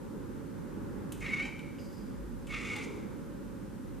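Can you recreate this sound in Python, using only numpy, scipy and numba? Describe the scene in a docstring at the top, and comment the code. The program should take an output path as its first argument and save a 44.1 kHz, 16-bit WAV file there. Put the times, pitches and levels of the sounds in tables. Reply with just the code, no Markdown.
"""Cat chirping in a small room

Two breathy, barely voiced chirps sound between hard walls, over a steady low rumble. The mouth opens
with a wet click; fluttering air and a thin, unsteady voice ring the throat near 2.2 kHz, and a brief
low note ends each call. Between the calls comes a faint whistle, probably air in the nose.
Dull swells of low noise come and go, the last as the cat rears."""
import sys
import numpy as np
from scipy import signal
from scipy.fft import rfft, irfft
from scipy.io import wavfile
from numba import njit

SR = 44100
rng = np.random.default_rng(int(sys.argv[2]) if len(sys.argv) > 2 else 0)


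def master_out(mix):
    """Clip the mix to full scale and print it as 16-bit PCM to the path in sys.argv[1]."""
    frames = np.transpose(np.atleast_2d(mix))
    ceiling = np.clip(frames, -1, 1)
    pcm = np.round(ceiling * 32767).astype(np.int16)
    wavfile.write(sys.argv[1], SR, pcm)


N = 176400
T = np.arange(N) / SR


def undb(db):
    """Decibels to gain."""
    return 10 ** (np.asarray(db) / 20)


def unit(x):
    """Scale to rms 1."""
    return x / np.sqrt(np.mean(x ** 2))


def per_bin(points, size):
    """Interpolate (f/Hz, value) points at each FFT bin, over log frequency."""
    hz, value = np.transpose(points)
    return np.interp(np.log(np.fft.rfftfreq(size, 1 / SR) + 1e-3), np.log(hz), value)


def colour(x, points):
    """Filter by (f/Hz, gain/dB) points."""
    size = x.shape[-1]
    return irfft(rfft(x) * undb(per_bin(points, size)), size)


def envelope(times, db):
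    """Gain along a level curve, silent outside it."""
    return undb(np.interp(T, times, db, left=-200, right=-200))


def swell(centre_s, length_s, db):
    """Gaussian gain curve peaking at db."""
    return undb(db) * np.exp(-(2 * (T - centre_s) / length_s) ** 2)


def wander(rate_hz):
    """Smooth random motion, rms 1."""
    return unit(signal.resample(rng.standard_normal(int(rate_hz * N / SR) + 2), N))


def flutter(rate_hz, depth_db):
    """Randomly wavering gain, rms 1."""
    return unit(undb(depth_db * wander(rate_hz)))


def stereo_noise(correlation, size):
    """Noise pair following (f/Hz, left-right correlation) points."""
    c = per_bin(correlation, size)
    mid, side = rfft(rng.standard_normal((2, size))) * np.sqrt([(1 + c) / 2, (1 - c) / 2])
    return irfft(np.array([mid + side, mid - side]), size)


@njit
def bandpass(x, hz, width_hz):
    """State-variable band-pass with a moving centre."""
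    y = np.empty(len(x))
    band_state, low_state = 0., 0.
    for i in range(len(x)):
        g = np.tan(np.pi * hz[i] / SR)
        damping = width_hz / hz[i]
        band = (band_state + g * (x[i] - low_state)) / (1 + g * (g + damping))
        band_state = 2 * band - band_state
        low_state += 2 * g * band
        y[i] = damping * band
    return y


def noise_band(hz, width_hz):
    """Noise through two equal band-passes, rms 1."""
    centre_hz = hz * np.ones(N)
    once = bandpass(rng.standard_normal(N), centre_hz, float(width_hz))
    return unit(bandpass(once, centre_hz, float(width_hz)))


# Reflections: f/Hz, left-right correlation
ROOM_CORRELATION = [(500, 0.64), (2300, 0.95), (4300, 0.92), (8000, .5), (14000, .1)]


def room(x, wet_db=0, early_decay_s=0.0094, low_t60_s=0.86, treble_t60_s=1):
    """Direct sound, near-corner reflections and a tail whose treble lasts slightly longer."""
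    t = T[:SR]
    early = stereo_noise(ROOM_CORRELATION, SR) * np.exp(-t / early_decay_s) * (t > .002)
    tail = stereo_noise(ROOM_CORRELATION, SR) * np.minimum(t / 0.024, 1)
    low = colour(tail, [(2500, -5), (7000, -20)])
    late = low * undb(-60 * t / low_t60_s) + (tail - low) * undb(-60 * t / treble_t60_s)
    response = undb(wet_db) * (undb(-1.5) * unit(early) + undb(-3.5) * unit(late)) / np.sqrt(SR)
    response[:, 0] += 1  # direct path
    return signal.fftconvolve(x[None], unit(response) / np.sqrt(SR), axes=1)[:, :N]


# Ambient noise: f/Hz, left-right correlation
AMBIENT_CORRELATION = [(45, -0.21), (75, -0.28), (150, 0.56), (300, 0.37), (630, 0.18), (1400, 0.28),
                       (3000, 0.64), (6700, 0.12), (14000, 0.027)]
# Microphone hiss spectrum: f/Hz, gain/dB
MIC_SPECTRUM = [(1000, -4), (2500, 3), (4500, 0), (9000, 0.5), (14000, -3)]


def mic_hiss(level_db=-63.5):
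    """Faint, even hiss of the microphone."""
    return undb(level_db) * unit(colour(stereo_noise(AMBIENT_CORRELATION, N), MIC_SPECTRUM))


# Room hum: f/Hz, level/dB
HUM_TONES = [(100, -58.5), (203, -52), (556, -62)]


def hum(width_hz=20.5):
    """Faint, blurred tones, independent left and right."""
    return sum(undb(db) * np.array([noise_band(hz, width_hz) for _ in range(2)]) for hz, db in HUM_TONES)


# Rumble spectrum: f/Hz, gain/dB
RUMBLE_SPECTRUM = [(15, -40), (28, -17), (38, -9.5), (47, 2), (60, -10.5), (78, -5.5), (98, -6), (160, -4),
                   (205, -2.5), (255, -1), (300, -3), (400, -10.5), (500, -12.5), (570, -14), (630, -25.5),
                   (690, -28.5), (850, -20), (1100, -23.5), (1500, -24), (2000, -32.5), (3000, -44.5),
                   (4500, -55), (14000, -72)]
# Rumble envelope: t/s, level/dB
RUMBLE_ENVELOPE = [(0, -43.5), (.9, -40.5), (1.4, -41.5), (1.75, -43.5), (2.1, -42.5), (2.4, -43.5),
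                   (3.1, -41.5), (3.6, -43.5), (4, -43)]
# Boom envelope: t/s, level/dB
BOOM_ENVELOPE = [(0, -46), (.3, -56), (1.0, -59.5), (1.25, -51), (1.8, -54.5), (2.07, -49), (2.14, -44.5),
                 (2.3, -43), (2.4, -46), (2.53, -45.5), (2.65, -59), (3.8, -54), (3.95, -47)]
# Balance of both: f/Hz, right over left/dB
RUMBLE_BALANCE = [(40, 4.5), (70, 4), (650, 3), (1200, -0.5), (14000, 1.5)]


def rumble(drift_db=0.47):
    """Steady room rumble and a deep boom that swells now and then, both stronger on the right."""
    steady = unit(colour(stereo_noise(AMBIENT_CORRELATION, N), RUMBLE_SPECTRUM))
    steady *= undb(np.interp(T, *np.transpose(RUMBLE_ENVELOPE)) + drift_db * wander(rate_hz=5.8))
    boom = np.array([noise_band(hz=48.7, width_hz=7.6) for _ in range(2)])
    boom *= undb(np.interp(T, *np.transpose(BOOM_ENVELOPE)))
    lean_db = per_bin(RUMBLE_BALANCE, N) / 2
    return irfft(rfft(steady + boom) * undb([-lean_db, lean_db]), N)


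# Low swells: centre t/s, length/s, level/dB
RUSTLE_SWELLS = [(.1, 0.48, -47), (.85, 0.55, -50), (1.41, .2, -56), (2.923, 0.47, -45)]
# Their spectrum: f/Hz, gain/dB
RUSTLE_SPECTRUM = [(150, -25), (250, -5), (310, 0), (370, 1), (480, -3), (650, -24), (950, -13.5),
                   (1500, -28), (3000, -56), (8000, -53)]


def rustle():
    """Dull swells of low noise, the last as the cat rears and settles."""
    gain = sum(swell(*row) for row in RUSTLE_SWELLS)
    return gain * unit(colour(stereo_noise(AMBIENT_CORRELATION, N), RUSTLE_SPECTRUM))


# Whistle airflow: t/s, level/dB
WHISTLE_ENVELOPE = [(1.78, -77), (1.795, -60.5), (1.86, -62), (1.9, -70), (1.95, -63.5), (2.0, -68),
                    (2.05, -71), (2.11, -75), (2.13, -91)]
# Whistle resonances: f/Hz, width/Hz, gain/dB
WHISTLE_BANDS = [(4870, 480, -1.5), (12400, 700, -11), (6250, 4900, -5)]


def whistle():
    """Thin, unsteady whistle, probably air through the nose."""
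    flow = envelope(*np.transpose(WHISTLE_ENVELOPE)) * flutter(rate_hz=60.3, depth_db=2)
    return flow * sum(undb(db) * noise_band(hz, width_hz) for hz, width_hz, db in WHISTLE_BANDS)


# Mouth clicks: t/s, level/dB, decay/s, tilt/(dB per octave)
MOUTH_CLICKS = [(1.1218, -33, 0.0011, 2), (1.124, -45.5, 0.0084, 0), (1.14, -56.5, 0.061, -3),
                (1.592, -47, 0.0044, -9), (1.7855, -52.5, 0.015, -13), (2.469, -49, 0.012, -6),
                (2.763, -47, .008, -2), (2.962, -61, .012, -1)]
# Click spectrum before tilt: f/Hz, gain/dB
CLICK_SPECTRUM = [(900, -21), (2200, -6), (2900, 5), (4800, -9.5), (7100, 0.5), (8300, 1.5), (10500, -2),
                  (12000, -12), (13500, 2), (16000, -21)]


def mouth_clicks():
    """Wet lips and tongue part in short bursts of noise."""
    clicks = np.zeros(N)
    for start_s, db, decay_s, tilt in MOUTH_CLICKS:
        spectrum = [(hz, gain_db + tilt * np.log2(hz / 5000)) for hz, gain_db in CLICK_SPECTRUM]
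        gain = undb(db) * (T >= start_s) * np.exp(-np.abs(T - start_s) / decay_s)
        clicks += gain * unit(colour(rng.standard_normal(N), spectrum))
    return clicks


# Closing notes: centre t/s, length/s, f/Hz, level/dB
CLOSING_NOTES = [(1.478, 0.041, 856, -47), (2.77, 0.031, 850, -52.5)]


def closing_notes(width_hz=69):
    """A short, soft low note as the throat closes on each call."""
    return sum(swell(centre_s, length_s, db) * noise_band(hz, width_hz)
               for centre_s, length_s, hz, db in CLOSING_NOTES)


# Throat response to the voice: f/Hz, gain/dB
VOICE_SPECTRUM = [(600, -27), (900, -21), (1310, -18.5), (1650, -12.5), (2050, -4.5), (2280, 3.5),
                  (2700, -13), (3050, -13.5), (3450, -16), (3900, -22), (4400, -22.5), (4750, -23.5),
                  (6000, -29)]


def voice(pitch_hz, jitter=0.0221, waver=.016):
    """Loosely vibrating vocal folds: eight harmonics shaped by the throat."""
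    unsteady_hz = pitch_hz * (1 + jitter * wander(rate_hz=500.4) + waver * wander(rate_hz=59.96))
    phase = 2 * np.pi * np.cumsum(unsteady_hz) / SR
    hz, db = np.transpose(VOICE_SPECTRUM)
    return np.sqrt(2) * sum(undb(np.interp(k * pitch_hz, hz, db)) * np.sin(k * phase) for k in range(1, 9))


# Contours per chirp: t/s, air/dB, voice/dB, pitch/Hz, main throat resonance/Hz, teeth hiss/dB
CHIRP_CONTOURS = [
    [(1.205, -61, -70, 620, 2230, -53), (1.213, -45.5, -59, 622.6, 2230, -57),
     (1.24, -40, -53, 622, 2150, -59), (1.265, -37.5, -40, 648, 2140, -58),
     (1.305, -45, -46, 745, 2240, -60), (1.33, -40, -42.5, 752, 2210, -58),
     (1.37, -44, -44, 712, 2220, -61), (1.42, -45.5, -38.5, 757, 2300, -59),
     (1.474, -50, -44.5, 770, 2320, -59.5), (1.492, -63, -52, 770, 2320, -69)],
    [(2.482, -60, -70, 685.5, 2190, -66), (2.503, -45, -48, 735, 2200, -58.5),
     (2.545, -39, -45, 702, 2190, -57), (2.595, -47, -40, 672, 2200, -58),
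     (2.635, -42, -51, 680, 2200, -53), (2.67, -42.5, -47, 708, 2160, -54.5),
     (2.72, -43.5, -48, 755, 2230, -55), (2.77, -46, -43, 678, 2170, -55),
     (2.815, -43, -45, 680, 2310, -56.5), (2.838, -49.5, -63, 686, 2090, -48.5),
     (2.855, -57, -69, 680, 2160, -58)],
]
# Main throat resonance per chirp: width/Hz
THROAT_WIDTHS_HZ = [420, 470]
# Side resonances of throat and mouth per chirp: f/Hz, width/Hz, gain/dB re main
SIDE_RESONANCES = [
    [(1263, 350, -11), (1880, 180, -10), (2780, 610, -14), (3820, 210, -18), (4500, 750, -25)],
    [(1260, 380, -9), (1650, 400, -23), (2740, 220, -13), (3400, 870, -11.5), (4700, 630, -23.5)],
]
# Hiss at the teeth: f/Hz, gain/dB
TEETH_SPECTRUM = [(700, 2), (1500, -25), (3000, -4.5), (4500, -1.5), (6500, 5), (8000, -0.5), (9700, -5),
                  (11000, -8), (15000, -38)]


def chirp(contour, main_width_hz, side_resonances):
    """Fluttering air rings the throat, barely sets the voice going and hisses past the teeth."""
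    times, air_db, voice_db, pitch_hz, main_hz, hiss_db = np.transpose(contour)
    main = noise_band(np.interp(T, times, main_hz), main_width_hz)
    sides = sum(undb(db) * noise_band(hz, width_hz) for hz, width_hz, db in side_resonances)
    breath = envelope(times, air_db) * (main + sides)
    tone = envelope(times, voice_db) * voice(np.interp(T, times, pitch_hz))
    hiss = envelope(times, hiss_db) * unit(colour(rng.standard_normal(N), TEETH_SPECTRUM))
    return flutter(rate_hz=160.5, depth_db=2.5) * (breath + tone + hiss)


def scene():
    """The cat in its room over the background; the clicks are drier than the calls."""
    background = rumble() + hum() + mic_hiss() + rustle()
    calls = sum(chirp(*call) for call in zip(CHIRP_CONTOURS, THROAT_WIDTHS_HZ, SIDE_RESONANCES))
    return background + room(calls + closing_notes() + whistle()) + room(mouth_clicks(), wet_db=-4)


def record(dry):
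    """Steep low-pass at 14.5 kHz."""
    return signal.sosfilt(signal.ellip(8, .2, 70, 14500, fs=SR, output="sos"), dry)


dry = scene()
out = record(dry)
master_out(out)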